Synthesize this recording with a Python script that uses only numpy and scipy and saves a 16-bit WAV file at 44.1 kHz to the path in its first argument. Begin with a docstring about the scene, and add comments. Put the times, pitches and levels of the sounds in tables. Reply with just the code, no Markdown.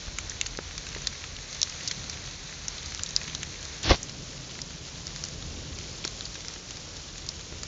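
"""Steady rain on the wet leaf litter of a forest floor, heard from a hand-held camera close to the ground.
From the start there is the wash and hiss of far rain, made of filtered noise, under a fine patter of rung leaves.
The hand rumbles (deep noise) and knocks faintly on the case (dying swings); a far roar swells and sinks.
Near drops tick on single leaves as short noisy blows that set off resonances.
Just before 4 s the grip shifts: a finger brushes the camera (noisy slips) and bumps its case into ringing."""
import sys
import numpy as np
from scipy import signal
from scipy.fft import rfft, irfft, next_fast_len
from scipy.io import wavfile
from scipy.ndimage import uniform_filter1d

SR = 44100
rng = np.random.default_rng(int(sys.argv[2]) if len(sys.argv) > 2 else 0)


def inscribe(sig):
    """Save sig as 16-bit PCM at rate SR to the path in sys.argv[1].

    A 1-D sig is mono; a 2-D sig holds one channel per row.
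    Samples are clipped to [-1, 1] before scaling.
    """
    pcm = np.round(np.clip(np.atleast_2d(sig).T, -1, 1) * 32767)
    wavfile.write(sys.argv[1], SR, pcm.astype(np.int16))


N = 338247  # length in samples

# How hard it rains. Each row: time in seconds, strength in dB.
RAIN_STRENGTH = [(0, -1), (.45, -0.5), (1.35, -0.5), (1.8, 2.5), (2.25, -0.1), (2.7, 0.3), (3.05, 1),
                 (3.6, 0.2), (4.9, -1), (5.2, 0.2), (5.65, -0.6), (6.15, 1.1), (6.65, -1), (7.67, -.8)]
# The finger lands, bears down hardest, bumps the case, and has left (seconds).
TOUCH_S, PRESS_S, BUMP_S, LIFT_S = 3.83, 3.9085, 3.9092, 3.966


def amp(db):
    """Turns dB into a gain."""
    return 10 ** (np.asarray(db) / 20)


def evened(x):
    """Scales a sound to an rms (average strength) of 1."""
    return x / np.sqrt(np.mean(x ** 2) + 1e-20)


def add(mix, s, sound):
    """Mixes a sound in at time s (seconds), cutting off what runs past the end."""
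    start = max(round(s * SR), 0)
    part = mix[start:][:len(sound)]
    part += sound[:len(part)]  # part is a view, so this changes the mix itself


def level(rows):
    """Turns (seconds, dB) rows into a gain for every sample, with straight lines in dB between rows."""
    s, db = np.transpose(rows)
    return amp(np.interp(np.arange(N) / SR, s, db))


def colour(x, points):
    """Filters x by a spectrum given as (Hz, dB) points, joined along a logarithmic pitch scale."""
    size = next_fast_len(len(x) + 4096)
    f, db = np.transpose(points)
    log_hz = np.log(np.fft.rfftfreq(size, 1 / SR) + 1)  # + 1 avoids the logarithm of zero
    gain = amp(np.interp(log_hz, np.log(f), db))
    return irfft(rfft(x, size) * gain, size)[:len(x)]


def noise(points):
    """Noise of rms 1 with a given spectrum."""
    return evened(colour(rng.standard_normal(N), points))


def waver(depth_db, rate_hz, count=24):
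    """A gain that drifts by chance: slow sines up to rate_hz are summed, and depth_db is their rms."""
    s = np.arange(0, N / SR + .02, .01)
    drift = np.zeros(len(s))
    for hz in np.geomspace(rate_hz / 10, rate_hz, count):
        drift += np.sin(2 * np.pi * (hz * s + rng.random()))
    return level(np.transpose([s, depth_db * evened(drift)]))


def resonate(x, hz, width_hz):
    """A damped resonance with no response at zero Hz; the wider it is, the sooner it dies."""
    r = np.exp(-np.pi * width_hz / SR)
    return signal.lfilter([1, 0, -1], [1, -2 * r * np.cos(2 * np.pi * hz / SR), r * r], x)


def impact(hz, width_hz, decay, spatter):
    """A blow and its dying spatter ring a resonance; the energy is that of 1 ms at rms 1."""
    t = np.arange(1400) / SR
    force = rng.standard_normal(len(t)) * np.exp(-t / max(decay, 1e-4))
    force *= spatter / np.linalg.norm(force)
    force[0] += 1  # the first blow
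    ring = resonate(force, hz, width_hz)
    ring = resonate(ring, hz, 2 * width_hz)
    return ring / np.linalg.norm(ring) * np.sqrt(SR / 1000)


def patter(per_s, low_hz, high_hz, width_hz, spread_db, decay, count=32):
    """Many small drops of uneven size, each falling at random on one of a set of leaves."""
    out = np.zeros(N)
    for hz in np.geomspace(low_hz, high_hz, count):
        size = amp(spread_db * np.minimum(rng.exponential(1, N), 3))
        hits = size * (rng.random(N) < per_s / count / SR)
        out += signal.oaconvolve(hits, impact(hz, width_hz, decay, 1.54))[:N]
    return evened(out)


def grip(before_db):
    """A gain that holds until the finger presses hardest, then settles to 1 as it leaves."""
    return level([(PRESS_S, before_db), (LIFT_S, 0)])


def rain(wash_db=-49.7, hiss_db=-43.8, fine_db=-48.0, taps_db=-56.5, wash_follows=0.6):
    """Far rain merges into a wash and a hiss; nearer drops stand out as fine patter and duller taps."""
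    # Spectra of the far rain. Each row: frequency in Hz, density in dB per Hz.
    wash_points = [(200, -12.5), (500, -1), (800, -2), (1100, -.5), (2100, -2), (3000, -1), (3900, -1),
                   (5000, -13.5), (7500, -15)]
    hiss_points = [(900, -25), (2400, -9), (3300, -8.5), (4200, -3), (5000, -1.5), (5800, 0), (6700, -1),
                   (7500, -7.5)]
    fine = patter(per_s=600, low_hz=3320, high_hz=7640, width_hz=1630, spread_db=1.0, decay=0.0025)
    taps = patter(per_s=70, low_hz=1110, high_hz=4560, width_hz=2400, spread_db=6.0, decay=0.0018)
    body = amp(wash_db) * noise(wash_points) + amp(taps_db) * taps
    top = amp(hiss_db) * noise(hiss_points) + amp(fine_db) * fine
    strength = level(RAIN_STRENGTH)
    # The body follows the strength of the rain less than the top does.
    body = strength ** wash_follows * grip(before_db=2.5) * body
    top = strength * grip(before_db=0.22) * top
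    return (body + top) * waver(depth_db=0.54, rate_hz=9.9)


def beside_finger(x, delay=0.000488, echo=0.19):
    """Until the bump, a finger by the microphone reflects the rain, and the delayed copy sounds hollow."""
    t = np.arange(N) / SR
    reflection = np.interp(t - delay, t, x)
    return x + echo * (t < BUMP_S) * reflection


def low_background(rumble_db=-1, roar_db=-.5, top_db=-1):
    """The hand rumbles on the case, under a far roar that swells, brightens and sinks."""
    # Spectra of the rumble and of the roar's deep and upper parts.
    # Each row: frequency in Hz, density in dB per Hz.
    rumble_points = [(12, -25), (25, -11), (45, -0.5), (62, -6), (82, -0.5), (110, -13), (200, -26),
                     (500, -47.5)]
    roar_points = [(60, -18), (105, -2.5), (145, 3.5), (200, -6), (260, -14), (500, -36.5)]
    top_points = [(150, -15), (230, 0), (300, 1), (380, -2), (550, -3.5), (750, -12), (1500, -25.5)]
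    # Their rise and fall. Each row: time in seconds, level in dB before the trims in the first line.
    hand_level = [(0, -51), (.28, -41), (.6, -46.5), (.95, -43.5), (1.7, -49.5), (2.5, -46.5),
                  (3.35, -46.5), (4.5, -50), (5.8, -43.5), (6.7, -52), (7.55, -44.5)]
    roar_level = [(0, -51), (.65, -52.5), (.95, -48.5), (1.2, -52), (1.65, -54), (2.02, -44.5),
                  (2.3, -51.5), (2.95, -52.5), (3.33, -46.5), (3.7, -52), (4.3, -46.5), (4.85, -49),
                  (5.6, -45.5), (6.45, -51.5), (7.67, -51.5)]
    top_level = [(0, -53.5), (1.7, -56.5), (2.16, -51.5), (2.55, -58.5), (3.35, -52.5), (4.3, -49.5),
                 (4.9, -52.5), (5.58, -48), (6.3, -51.5), (7.25, -52.5), (7.67, -50)]
    unsteady = waver(depth_db=1.15, rate_hz=7)
    rumble = amp(rumble_db) * level(hand_level) * unsteady * noise(rumble_points)
    roar = amp(roar_db) * level(roar_level) * noise(roar_points)
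    top = amp(top_db) * level(top_level) * noise(top_points)
    return rumble + roar + top


def knocks(clack_hz=800, clack_width_hz=1000, clack_decay=0.0028):
    """Each knock is a hard clack and a push that swings back and dies within a cycle or two."""
    # Dull knocks on the case. Each row: start in seconds, push level in dB, push pitch in Hz,
    # push decay in seconds, clack level in dB.
    knock_rows = [(0.0816, -22, 69.5, .0037, -34.5), (0.5885, -19.5, 438, 0.0018, -25.5),
                  (0.9626, -28, 427, 0.0023, -35), (3.909, -5.5, 76.4, .0088, -22),
                  (6.0503, -25, 362, 0.0023, -28.5), (7.525, -29, 450, .0013, -38)]
    out = np.zeros(N)
    t = np.arange(4000) / SR
    for s, push_db, hz, decay, clack_db in knock_rows:
        push = np.sin(2 * np.pi * hz * t) * np.exp(-t / decay)
        clack = impact(clack_hz, clack_width_hz, clack_decay, 1)
        add(out, s, amp(push_db) * push)
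        add(out, s, amp(clack_db) * clack)
    return out


def drop(leaf_db, leaf_hz, splash_db, splash_hz, slap_db, decay, leaf_width_hz=1300, splash_width_hz=1400,
         slap_hz=1400, slap_width_hz=2200, spatter_per_s=650):
    """A drop slaps a leaf, rings it and splashes; the longer it spatters, the softer its first blow."""
    spatter = spatter_per_s * decay
    ring = amp(leaf_db) * impact(leaf_hz, leaf_width_hz, decay, spatter)
    splash = amp(splash_db) * impact(splash_hz, splash_width_hz, decay, spatter)
    slap = amp(slap_db) * impact(slap_hz, slap_width_hz, decay, spatter)
    return ring + splash + slap


def near_drops():
    """The drops that land closest to the microphone, each with its own ring, splash and slap."""
    # The loudest drops. Each row: start in seconds, leaf ring in dB, leaf ring in Hz, splash in dB,
    # splash in Hz, dull slap in dB, spatter decay in seconds. 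The dB count energy spread over 1 ms.
    drop_rows = [(0.186, -31, 2350, -19, 7500, -24, 0.0025), (.2965, -42, 5040, -22.5, 6070, -47, .0024),
                 (0.413, -16.5, 2820, -16, 6360, -28, 0.0017),
                 (0.4622, -26, 4390, -34.5, 5900, -29.5, 0.0032),
                 (.466, -35, 4640, -22.5, 6760, -46, .0031), (.5738, -32, 4950, -31, 5300, -49, .0012),
                 (0.7794, -28, 4050, -27, 5870, -33, 0.0027), (0.8676, -31.5, 3770, -35, 6170, -31, .0028),
                 (.949, -31, 3900, -34, 5900, -29, 0.0027), (1.0714, -14.5, 4400, -17.5, 5940, -27, .0021),
                 (1.24, -34, 3300, -43, 6030, -27.5, .0026), (1.6167, -19, 3980, -15.5, 5950, -41, 0.0011),
                 (1.63, -15.5, 3920, -12, 5500, -32, 0.0019), (1.8757, -20, 4580, -18.5, 6050, -53, .0035),
                 (1.8844, -25, 4040, -28, 5930, -49, .0012),
                 (1.912, -20.5, 4000, -23.5, 6380, -25.5, 0.0041),
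                 (2.0967, -26, 4960, -27.5, 5670, -34, 0.0044),
                 (2.6825, -36, 2600, -18.5, 6300, -37, .0025), (2.7812, -28, 4000, -36, 5950, -41, .0044),
                 (2.9217, -38, 4090, -32, 6200, -31.5, 0.002), (2.9484, -34, 5030, -25.5, 5720, -33, .0008),
                 (2.9939, -29, 2850, -33, 5600, -32, .003), (3.035, -28, 5010, -16.5, 6500, -39, .00065),
                 (3.062, -27.5, 4340, -33, 5790, -51, 0.0042), (3.1638, -10, 4580, -28, 6350, -28.5, .0011),
                 (3.2144, -43, 3040, -44, 6280, -29, 0.0038), (3.2785, -34, 3240, -32, 6010, -30, .0063),
                 (3.3496, -21.5, 4140, -23.5, 5900, -32, .0019),
                 (3.4311, -27.5, 2520, -24.5, 6500, -27.5, 0.0033),
                 (3.831, -29, 3920, -24.5, 6600, -42, .004), (4.0304, -38, 5000, -23, 6830, -42, 0.0017),
                 (4.0952, -30.5, 3950, -33, 5600, -39, .0027), (4.5905, -46, 3210, -36, 6750, -31.5, .0015),
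                 (4.6173, -25, 4900, -26, 5800, -49, 0.0023),
                 (5.0694, -27.5, 5000, -32, 5720, -39.5, 0.00098),
                 (5.162, -27.5, 4240, -38, 5650, -33.5, 0.00058),
                 (5.2389, -30, 5050, -23.5, 5630, -33, .002), (6.0416, -25, 2920, -41, 5500, -44, 0.0063),
                 (6.05, -24, 4800, -24, 6080, -31.5, .003), (6.0769, -24.5, 3970, -27, 6250, -38, .0015),
                 (6.2087, -24.5, 3800, -31, 6560, -33.5, 0.00093),
                 (6.2543, -25.5, 4300, -32, 5840, -43, .0033), (6.3551, -42, 4160, -42, 5410, -32, 0.0024),
                 (6.448, -37, 3600, -40, 5900, -33.5, .002), (6.4836, -34, 5070, -28, 5480, -34.5, 0.0014),
                 (7.2892, -22, 4750, -23, 5550, -50, 0.0027),
                 (7.6332, -26.5, 4940, -24.5, 6600, -33, .0022)]
    out = np.zeros(N)
    for s, *strike in drop_rows:
        add(out, s, drop(*strike))
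    return out


def stray_drops(leaf_db=-35, splash_db=-34, slap_db=-43, spread_db=5, low_hz=3200, high_hz=5100,
                splash_hz=6100, decay=.0022, count=34):
    """Fainter drops a step further off land at random moments, each on a leaf of its own."""
    out = np.zeros(N)
    for when, pitch, ring, splash, slap in rng.random((count, 5)):
        # Each part is up to spread_db louder or softer than its middle level.
        leaf, wet, dull = spread_db * (2 * np.array([ring, splash, slap]) - 1)
        leaf_hz = low_hz + pitch * (high_hz - low_hz)
        sound = drop(leaf_db + leaf, leaf_hz, splash_db + wet, splash_hz, slap_db + dull, decay)
        add(out, when * N / SR, sound)
    return level(RAIN_STRENGTH) * out


def forest(x, t60=0.092, wet_db=-17):
    """Leaves and trunks scatter a short, faint tail of noise that falls by 60 dB in t60 seconds."""
    t = np.arange(SR // 5) / SR
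    tail = rng.standard_normal(len(t)) * amp(-60 * t / t60)
    tail /= np.linalg.norm(tail)
    return x + amp(wet_db) * signal.oaconvolve(x, tail)[:N]


def friction(points):
    """Tiny slips of uneven size, bunched over a few milliseconds, coloured by a spectrum."""
    bunching = evened(uniform_filter1d(rng.standard_normal(N), size=90))
    slips = rng.standard_normal(N) * (rng.random(N) < 8000 / SR)  # about 8000 slips per second
    return evened(colour(slips * amp(3 * np.tanh(bunching)), points))


def stroke(drag_db, grow_db_per_s, press_db, lead_s, width_s, attack_s=0.0068, release_s=0.023):
    """The loudness of a light drag that grows and eases, with one short hard press in the middle."""
    t = np.arange(N) / SR
    landing = (t - TOUCH_S) / attack_s
    leaving = (LIFT_S - t) / release_s
    contact = np.clip(np.minimum(landing, leaving), 0, 1)
    drag = amp(drag_db - grow_db_per_s * abs(t - PRESS_S))
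    press = amp(press_db) * np.exp(-((t - PRESS_S + lead_s) / width_s) ** 2)
    return contact * (drag + press)


def brush(ring_db=-20):
    """A finger swishes over the camera, scrapes as it presses harder, and bumps the case into ringing."""
    # Spectra of the light swish and the hard scrape. Each row: frequency in Hz, density in dB per Hz.
    swish_points = [(300, -9.5), (1000, -2.5), (2500, 2), (4000, 6), (5700, 2.5), (7000, -13.5),
                    (8000, -31)]
    scrape_points = [(25, -11.5), (70, 2.5), (250, -3.5), (600, -8), (1000, -12), (1800, -17.5),
                     (3500, -15.5), (7000, -50)]
    # Ringing tones of the case. Each row: frequency in Hz, level in dB before ring_db is added,
    # time to fall by 60 dB in seconds.
    case_modes = [(301, -10.5, 0.061), (419, -0.5, 0.085), (536, 6, 0.061), (696, 0.5, 0.078),
                  (811, -3, 0.066), (1115, -2, .07), (2109, -5.5, 0.083)]
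    swish = stroke(drag_db=-28.5, grow_db_per_s=69, press_db=-28.5, lead_s=0.0018, width_s=0.011)
    swish = swish * friction(swish_points)
    scrape = stroke(drag_db=-25.5, grow_db_per_s=149, press_db=-19.5, lead_s=-.004, width_s=.01,
                    attack_s=0.024)
    scrape = scrape * friction(scrape_points)
    out = swish + scrape
    t = np.arange(SR // 4) / SR
    case = np.zeros(len(t))
    for hz, db, t60 in case_modes:
        case += amp(db - 60 * t / t60) * np.sin(2 * np.pi * hz * t)
    add(out, BUMP_S, amp(ring_db) * case)
    return out


def scene():
    """Rain on the leaves, the low background, and the hand on the camera."""
    drops = forest(near_drops() + stray_drops())
    steady_rain = beside_finger(rain())
    return (drops + steady_rain + low_background() + knocks() + brush())[None]


def record(dry, ceiling=0.61):
    """Flattens the very loudest peaks and dulls the top above about 7 kHz."""
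    # Overall tone: full up to about 7 kHz, then a steep fall, with a faint band near 8.5 kHz.
    # Each row: frequency in Hz, gain in dB.
    tone_points = [(8, -21.5), (30, 1.5), (6700, 0.5), (7100, -0.5), (7480, -6.5), (7750, -28),
                   (8050, -44.5), (8500, -19.5), (8900, -25.5), (9300, -62)]
    heard = colour(np.clip(dry[0], -ceiling, ceiling), tone_points)
    low_pass = signal.firwin(511, 9100, window=("kaiser", 9), fs=SR)  # upper edge at 9100 Hz
    return signal.oaconvolve(heard, low_pass, "same")[None]


dry = scene()
out = record(dry)
inscribe(out)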